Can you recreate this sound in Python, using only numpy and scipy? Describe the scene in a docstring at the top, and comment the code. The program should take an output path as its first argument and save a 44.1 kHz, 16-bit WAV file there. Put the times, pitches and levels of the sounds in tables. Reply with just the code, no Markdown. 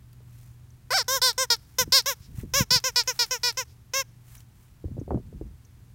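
"""A plush squeaky toy is pumped in quick runs among puppies on a lawn, close to one microphone.
Outdoor air, a distant wavering hum and a faint rustle of plush and grass are there from the start.
Near 0.9 s a refill overblows the reed; until about 4 s squeezes buzz, and most are followed by a shriller
refill as the bulb springs back. Each slap of the reed rings the nozzle and lets a puff of air through.
Rounded pressure swings buffet the microphone between 1.8 and 2.8 s, then in a cluster from 4.8 to 5.5 s."""
import sys
import numpy as np
from scipy import signal
from scipy.fft import rfft, irfft
from scipy.io import wavfile

SR = 44100
rng = np.random.default_rng(int(sys.argv[2]) if len(sys.argv) > 2 else 0)


def master_out(mix):
    """Clip the mix to full scale and print it as 16-bit PCM to the path in sys.argv[1]."""
    frames = np.transpose(np.atleast_2d(mix))
    ceiling = np.clip(frames, -1, 1)
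    pcm = np.round(ceiling * 32767).astype(np.int16)
    wavfile.write(sys.argv[1], SR, pcm)


N = 262115
TIME = np.arange(N) / SR
BAND_LIMIT_HZ = 15950
EDGE_S = 0.0025  # the reed starts and stops within a cycle or two

# strokes in which the bulb springs back and draws air in; peak is the share of the stroke before the top,
# fullness the exponent of the pitch fall (1 = straight), level_db that of the low partials:
# start_s, length_s, top_pitch_hz, peak, fullness, level_db, whistle_db (re level), rasp_db (re level),
# grip_low_db, grip_mid_db, grip_high_db
REFILLS = [(1.216, 0.11, 518, 0.28, 1.9, -27.5, 7.1, -3.5, -6.5, 3.5, 1.5),
           (1.501, 0.06, 476.8, 0.077, 2.3, -28, 8.5, -5, -1, 1, -5.5),
           (1.921, 0.097, 548.3, 0.38, 1.4, -27.5, 11, -1.5, 3, 1, -4),
           (2.705, 0.093, 510, .43, 1.37, -29, 10.7, -5.5, 6.5, -3, -6),
           (2.958, 0.074, 491, 0.2, 2.1, -29.5, 9.6, -7, 8.5, -2, -5),
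           (3.190, .070, 483, 0.16, 2.07, -30.5, 8.6, -6.5, 8.5, -2.5, -9),
           (3.432, 0.09, 491, 0.27, 2.45, -30.8, 6.9, -8, 9, -2, -8)]
# spectrum of air rushing through the nozzle: frequency_hz, level_db (relative)
NOZZLE_AIR = [(300, -28), (3000, -11.5), (4400, -6), (5300, -2.5), (6500, -9), (8500, -16.5), (15000, -20)]


def amp(db):
    """Decibel definition: gain is ten to the power of level over twenty."""
    return 10 ** (np.asarray(db) / 20)


def unit(x):
    """Power normalization: scales a signal to rms 1."""
    return x / np.sqrt(np.mean(x ** 2) + 1e-20)


def spectrum_db(points, hz):
    """Spectral envelope: levels are joined by straight lines over log frequency."""
    f, db = np.transpose(points)
    return np.interp(np.log(hz + 1), np.log(f + 1), db)


def add(mix, start_s, sound):
    """Superposition: sums a sound into the mix from a given time."""
    part = mix[max(round(start_s * SR), 0):][:len(sound)]
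    part += sound[:len(part)]


def noise(colour, size):
    """Spectral shaping: white noise is filtered to a given colour at rms 1."""
    spectrum = rfft(rng.standard_normal(size))
    gain = amp(spectrum_db(colour, np.fft.rfftfreq(size, 1 / SR)))
    return unit(irfft(spectrum * gain, size))


def drift(hz, size):
    """Slow random modulation: chance points, two per period of hz, are joined and scaled to rms 1."""
    position = np.arange(size) / SR * 2 * hz
    return unit(np.interp(position, np.arange(4096), rng.standard_normal(4096)))


def toy():
    """Pressure-driven reed: outward and inward flow sound it; flow too slow to start it only hisses."""
    # strokes that squeeze air out, with the columns of REFILLS
    squeezes = [(1.080, 0.12, 541.6, 0.63, 1.3, -28, 1.4, -4.5, -17, 4, 3.5),
                (1.378, 0.083, 529.5, 0.37, 2.6, -27.5, 1.3, -8, -9.5, 1.5, 14.5),
                (1.784, .062, 515.5, 0.17, 2.03, -26, 3.5, -2.5, -4, 3, 2),
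                (2.058, .088, 569.6, .40, 0.96, -29.5, 2.2, -2.5, -1, 6, -1),
                (2.536, 0.11, 566.3, .44, 1.24, -26.5, 3.5, -5.5, 1.5, 1, -2),
                (2.839, 0.074, 530, 0.3, 1.76, -30, 4.4, -9, 0.5, -3.5, 0.5),
                (3.074, .060, 516.5, 0.273, 1.3, -30.5, 5.3, -9, 1, -7, 0),
                (3.308, .077, 516, .19, 1.38, -31.5, 4.4, -9.5, 1.5, -4.5, 2),
                (3.571, 0.071, 529.6, 0.31, 1.15, -32, 3.5, -9.5, 2.5, -2, 3.5),
                (3.935, 0.098, 542.3, 0.31, 6.3, -29.5, 1.8, -9, 3.5, 0.5, -1)]
    # colour of reed and nozzle, air going out and coming in: frequency_hz, level_db (relative)
    reed_out = [(450, 1.5), (1000, 3.5), (2100, 1), (3300, -4.5), (4000, -6), (4600, -16.5), (5100, 3.5),
                (5650, 5.5), (6800, -0.5), (7800, -13), (9300, -19.5), (10700, -19.5), (13000, -10),
                (15500, -15)]
    reed_in = [(450, 0), (1000, 6), (1500, 5), (2000, 2), (2800, -6.5), (3600, 2.5), (4500, 8.5),
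               (5350, 12), (6200, -2), (7200, -4.5), (8500, -5), (10300, -16.5), (11700, -11), (15500, -16)]
    # reed's response, air going out and coming in: start_pitch_hz, stall_pitch_hz, release_s,
    # mid_fall_whistle_db, then the change by the stall: ebb_level_db, ebb_whistle_db, ebb_rasp_db
    law_out = (488.5, 416, 0.0279, -4.5, -11.5, 1, 3)
    law_in = (478.5, 412, 0.0312, -1.5, -10, 3, -3.5)
    # a first refill that overblows the reed into a higher register:
    # time_s, pitch_hz, level_db, whistle_db (re level), rasp_db (re level)
    overblown = [(.907, 487, -28, -6, -13.5), (.921, 514, -26, -4, -12), (.931, 582, -25.5, -3.5, -12.5),
                 (.936, 701, -25.5, -2.5, -11), (.947, 769, -24, 0.5, -19.5), (.965, 782, -25.5, 2, -14),
                 (.981, 652, -27, 4, -11.5), (.991, 524, -30, 7, -7.5), (1.015, 463, -33.5, 7, -16.5),
                 (1.029, 413, -47, 3, 0)]
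    # grip during that refill: low_db, mid_db, high_db
    overblown_grip = (-1.5, -4, 0)
    # air drawn slowly past the silent reed: start_s, length_s, level_db
    hisses = [(2.189, 0.108, -58), (3.65, 0.11, -64)]

    out = np.zeros(N)
    for *row, low_db, mid_db, high_db in squeezes:
        path = stroke(law_out, *row)
        add(out, *squeak(path, reed_out, (low_db, mid_db, high_db), lag_cycles=0.47))
    for *row, low_db, mid_db, high_db in REFILLS:
        path = stroke(law_in, *row)
        add(out, *squeak(path, reed_in, (low_db, mid_db, high_db), lag_cycles=0.4))
    add(out, *squeak(overblown, reed_in, overblown_grip, lag_cycles=0.35))
    for start_s, length_s, level_db in hisses:
        size = int(length_s * SR)
        add(out, start_s, amp(level_db) * np.hanning(size) * noise(NOZZLE_AIR, size))
    return out


def stroke(law, start_s, length_s, top_hz, peak, fullness, level_db, whistle_db, rasp_db, count=60):
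    """Pressure control of a reed: pressure rises to a top and ebbs to a stall; pitch and levels follow."""
    start_hz, stall_hz, release_s, dip_db, ebb_db, ebb_whistle_db, ebb_rasp_db = law
    attack_db = -3  # level at the start, re the top
    ebb_power = 1.56  # level holds longer than pitch
    whistle_sag_db = -1  # the whistle's steady drift over the whole stroke
    bite_db, bite_s = 2.5, 0.008  # extra treble of the first slaps and its decay time

    t = np.linspace(EDGE_S, length_s - EDGE_S, count)
    progress = t / length_s
    peak = np.clip(peak, 0.02, 0.9)
    rise = np.maximum(1 - progress / peak, 0) ** 2  # 1 at the start, 0 at the top
    ebb = np.maximum((progress - peak) / (1 - peak), 0) ** fullness  # 0 at the top, 1 at the stall

    pitch = top_hz + (start_hz - top_hz) * rise + (stall_hz - top_hz) * ebb
    release_db = 20 * np.log10(np.minimum((length_s - t) / release_s, 1))
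    level = level_db + attack_db * rise + ebb_db * ebb ** ebb_power + release_db
    bite = bite_db * np.exp(-t / bite_s)
    whistle = whistle_db + dip_db * np.sin(np.pi * ebb) ** 2 + ebb_whistle_db * ebb
    whistle += whistle_sag_db * (progress - 0.5) + bite
    rasp = rasp_db + ebb_rasp_db * ebb + bite
    return np.transpose([start_s + t, pitch, level, whistle, rasp])


def squeak(path, colour, grip, lag_cycles, whistle_hz=3000, rasp_hz=8000):
    """Beating reed: it slaps shut once a cycle; each slap rings the nozzle and lets a puff through."""
    # unsteadiness, greatest between the reed's two registers: pitch_hz, rms_share_of_pitch
    jitter_points = [(420, .005), (455, .001), (570, .001), (600, .012), (740, .012), (772, .003)]
    # the rasp turns to hiss as the reed slows: pitch_hz, hiss_share (of rasp power)
    hiss_points = [(430, .85), (490, .3), (530, .12)]
    # colour of that hiss: frequency_hz, level_db (relative)
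    rasp_air = [(3000, -30), (7000, -3), (10300, -5), (13500, 0), (16000, -2)]
    rattle = 10  # an unsteady reed slaps unevenly: change of strength per change of pitch
    puff_db = -16  # air noise re the whistle

    s, *columns = np.transpose(path)
    t = np.arange(s[0] - EDGE_S, s[-1] + EDGE_S, 1 / SR)
    pitch, level_db, whistle_db, rasp_db = (np.interp(t, s, c) for c in columns)
    jitter = np.interp(pitch, *np.transpose(jitter_points))
    turns = np.cumsum(pitch * (1 + jitter * drift(200, len(t)))) / SR
    cycle = turns % 1

    harmonic = np.arange(1, 38)[:, None]
    hz = harmonic * pitch
    gain = amp(spectrum_db(colour, hz) + muffle(grip, hz))
    partial = gain * bounce(hz) * (hz < BAND_LIMIT_HZ + 500)
    # the soft bulb answers late: low partials trail the slap
    lagged_turns = harmonic * turns - lag_cycles * np.log(hz / 5000)
    phase = 2 * np.pi * lagged_turns + ring_phase(colour, hz)
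    waves = (partial * np.exp(1j * phase)).real

    def band(weight):
        """Band levelling: weighted partials are summed and held at rms 1."""
        power = (abs(weight * partial) ** 2).sum(0) / 2
        return (weight * waves).sum(0) / np.sqrt(power + 1e-12)

    # low partials, the nozzle's whistle and the rasp of the slap grow at their own rates
    above_low = 1 / (1 + (whistle_hz / hz) ** 12)
    above_mid = 1 / (1 + (rasp_hz / hz) ** 12)
    low, whistle, rasp = band(1 - above_low), band(above_low - above_mid), band(above_mid)

    hiss_share = np.interp(pitch, *np.transpose(hiss_points))
    hiss = unit(noise(rasp_air, len(t)) * (2 - cycle))  # strongest just after each slap
    rasp = np.sqrt(1 - hiss_share) * rasp + np.sqrt(hiss_share) * hiss
    treble = amp(whistle_db) * whistle + amp(rasp_db) * rasp
    treble *= 1 + 0.05 * drift(200, len(t))
    puff_shape = unit(0.91 + np.exp(-cycle / 0.61))
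    puffs = noise(NOZZLE_AIR, len(t)) * puff_shape * amp(puff_db + whistle_db)

    fade = np.clip(np.minimum(t - t[0], t[-1] - t) / EDGE_S, 0, 1)
    slap_strength = 1 + rattle * jitter * drift(600, len(t))
    return t[0], amp(level_db) * fade * slap_strength * (low + treble + puffs)


def ring_phase(colour, hz, size=4096):
    """Minimum phase: a causal resonator's lag is the Hilbert transform of its log gain."""
    grid = np.fft.fftfreq(size, 1 / SR)
    log_gain = np.log(amp(spectrum_db(colour, abs(grid))))
    phase = -signal.hilbert(log_gain).imag
    return np.interp(hz, grid[:size // 2], phase[:size // 2])


def muffle(grip, hz, width_hz=250, widening=0.035):
    """Resonance and absorption: hand and plush around the nozzle lift or muffle three bands, in dB."""
    # centres of the low, middle and high bands: frequency_hz
    centres = (2520, 3700, 8400)
    return sum(db * np.exp(-0.5 * ((hz - f) / (width_hz + widening * f)) ** 2)
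               for f, db in zip(centres, grip))


def bounce(hz, count=6):
    """Comb interference: tiny echoes in the deforming bulb put a sliding ripple, mostly on high partials."""
    delay_s = rng.uniform(0.0003, 0.0015, count)
    strength = unit(rng.standard_normal(count)) / np.sqrt(count)
    grid = np.linspace(0, SR / 2, num=512)
    ripple = strength @ np.exp(-2j * np.pi * delay_s[:, None] * grid)
    stretch = np.linspace(0.9, 1.1, hz.shape[1])
    share = np.interp(hz, [4500, 10000], [0.08, 0.42])
    return 1 + share * np.interp(hz * stretch, grid, ripple)


def yard(x, t60_s=0.79, wet_db=-40, size=22050):
    """Diffuse reflection: sparse, decaying random echoes come faintly from the garden."""
    t = np.arange(size) / SR
    present = (rng.random(size) < 0.06) * (t > 0.004)
    taps = rng.standard_normal(size) * present * amp(-60 * t / t60_s)
    return amp(wet_db) * signal.fftconvolve(x, taps / np.linalg.norm(taps))[:N]


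def buffets(roundness=2.6, churn_db=-11.0, churn_s=0.0054, churn_reach=1.15):
    """Transient pressure: each eddy or knock is a rounded, damped swing with a short dull churn."""
    # single buffets on the microphone: start_s, envelope_peak_db, centre_hz
    blows = [(1.813, -29, 133), (1.876, -31, 263), (2.203, -34.5, 88.5), (2.382, -24, 109.6),
             (2.434, -27.5, 262), (2.606, -13.5, 178), (2.712, -26, 145), (2.758, -27.5, 129.3),
             (4.842, -27, 312), (4.85, -22, 85.7), (4.882, -38, 348), (4.913, -29.5, 182),
             (4.968, -32.5, 392), (4.980, -28, 366), (4.984, -21.5, 123.8), (5.014, -24, 258),
             (5.079, -26.5, 402), (5.107, -17.5, 640), (5.115, -22.5, 385), (5.133, -23.5, 423),
             (5.144, -14.5, 270), (5.146, -28, 600), (5.158, -20, 170), (5.174, -27.5, 490),
             (5.199, -37, 330), (5.327, -33, 315), (5.412, -26.5, 347)]
    swing_cycles = 0.55  # the envelope peaks after this many cycles
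    out, t = np.zeros(N), np.arange(SR // 10) / SR
    for start_s, db, hz in blows:
        u, v = t * hz / swing_cycles, t / churn_s
        swing = (u * np.exp(1 - u)) ** roundness * np.sin(2 * np.pi * hz * t)
        edge_hz = churn_reach * hz
        churn = noise([(30, -12), (130, 0), (edge_hz, -4), (2 * edge_hz, -30), (8000, -80)], len(t))
        add(out, start_s, amp(db) * (swing + amp(churn_db) * v * np.exp(1 - v) * churn))
    return out


def gusts():
    """Turbulence: low, lumpy noise swells in spells around the buffets."""
    # spells of turbulence: start_s, length_s, level_db
    spells = [(1.77, .18, -39), (2.26, .25, -38), (2.5, .16, -37), (2.71, .09, -39), (4.81, .76, -42),
              (5.08, .13, -33)]
    # its spectrum: frequency_hz, level_db (relative)
    colour = [(20, -15.5), (50, 9), (130, 1.5), (250, -11.5), (700, -39), (3000, -86)]
    edge_s, lump_db = 0.046, 3  # rise and fall of a spell; rms lumpiness
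    turbulence = unit(noise(colour, N) * amp(lump_db * drift(30, N)))
    out = np.zeros(N)
    for start_s, length_s, db in spells:
        inside_s = np.minimum(TIME - start_s, start_s + length_s - TIME)
        out += turbulence * amp(db) * np.clip(inside_s / edge_s, 0, 1)
    return out


def rustle():
    """Friction noise: plush and grass rub in grainy swells over the litter's constant stirring."""
    # swells and fades of rubbing: start_s, length_s, level_db
    rubs = [(.22, 0.37, -64), (.9, 2.26, -67), (2.332, .12, -53.5), (2.595, 1.27, -58), (3.087, .13, -54),
            (3.22, 0.094, -58), (4.212, 0.25, -55.5), (4.498, 0.26, -69)]
    # spectrum of the rubbing: frequency_hz, level_db (relative)
    colour = [(400, -44.5), (700, -7), (2000, -6.5), (4800, -11.5), (6000, -7), (10000, -8.5),
              (16000, -6.5)]
    stir_db, grain_db = -74, 2.2  # constant stirring; rms graininess
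    strength = np.full(N, amp(stir_db))
    for start_s, length_s, db in rubs:
        add(strength, start_s, amp(db) * np.hanning(int(length_s * SR)))
    return strength * unit(noise(colour, N) * amp(grain_db * drift(110, N)))


def snaps(t60_s=0.028, size=2048):
    """Impulsive excitation: grass, claws and the bulb flicking back give short decaying noise bursts."""
    # small snaps of grass and claws: start_s, level_db, centre_hz, width_octaves
    ticks = [(0.13, -52.5, 8000, 4), (0.205, -55.5, 443, .5), (.705, -60.5, 6000, 0.1),
             (1.043, -55, 3500, 1.2), (2.402, -48, 2070, 0.3), (4.352, -42, 8060, 3),
             (4.379, -49, 6050, 0.1), (4.404, -48, 7000, 2.8), (4.998, -53.5, 6095, 0.098),
             (5.65, -53.5, 6100, 0.11)]
    # the bulb flicks back into shape after a refill: level_db, centre_hz, width_octaves (sign is idle)
    flick = (-42.5, 3498, -2.7)
    flick_delay_s = 0.003
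    flicks = [(start_s + length_s + flick_delay_s, *flick) for start_s, length_s, *_ in REFILLS]
    out = np.zeros(N)
    t, f = np.arange(size) / SR, np.fft.rfftfreq(size, 1 / SR) + 1
    for start_s, db, hz, octaves in list(ticks) + flicks:
        bell = np.exp(-0.5 * (np.log2(f / hz) / octaves) ** 2)
        snap = irfft(rfft(rng.standard_normal(size)) * bell)
        add(out, start_s, amp(db - 60 * t / t60_s) * unit(snap))
    return out


def distant_hum():
    """Periodic source: a distant machine is one sine that wavers in pitch and level."""
    # its level before the wavering: time_s, level_db
    levels = [(.9, -50.5), (1.6, -57.5), (5.94, -55)]
    hz = 120.7 + 1.2 * drift(5, N)
    db = np.interp(TIME, *np.transpose(levels)) + 2 * drift(1.8, N)
    return amp(db) * np.sqrt(2) * np.sin(2 * np.pi * np.cumsum(hz) / SR)


def open_air(level_db=-52.5):
    """Stationary ambient noise: outdoor rumble and hiss keep one spectrum throughout."""
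    # outdoor spectrum: frequency_hz, level_db (relative)
    colour = [(12, -46), (20, -9.5), (88, -8), (120, -11), (134, -10.5), (154, -16.5), (234, -23.5),
              (434, -34), (527, -38.5), (678, -38.5), (976, -37.5), (1120, -39), (1810, -40.5), (2820, -44),
              (16000, -49)]
    return amp(level_db) * noise(colour, N)


def scene():
    """Superposition: all sources and the toy's echoes add at one microphone, on two equal channels."""
    squeaks = toy()
    near = squeaks + yard(squeaks) + buffets() + gusts() + rustle() + snaps()
    mono = near + distant_hum() + open_air()
    return np.array([mono, mono])


def record(dry):
    """Linear filtering: a bass roll-off below 36 Hz and a steep upper band limit."""
    bass_cut = signal.butter(2, 36, "high", fs=SR, output="sos")
    thinned = signal.sosfilt(bass_cut, dry)
    band_limit = signal.firwin(511, BAND_LIMIT_HZ, window=("kaiser", 9), fs=SR)
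    return signal.oaconvolve(thinned, band_limit[None], "same")


dry = scene()
out = record(dry)
master_out(out)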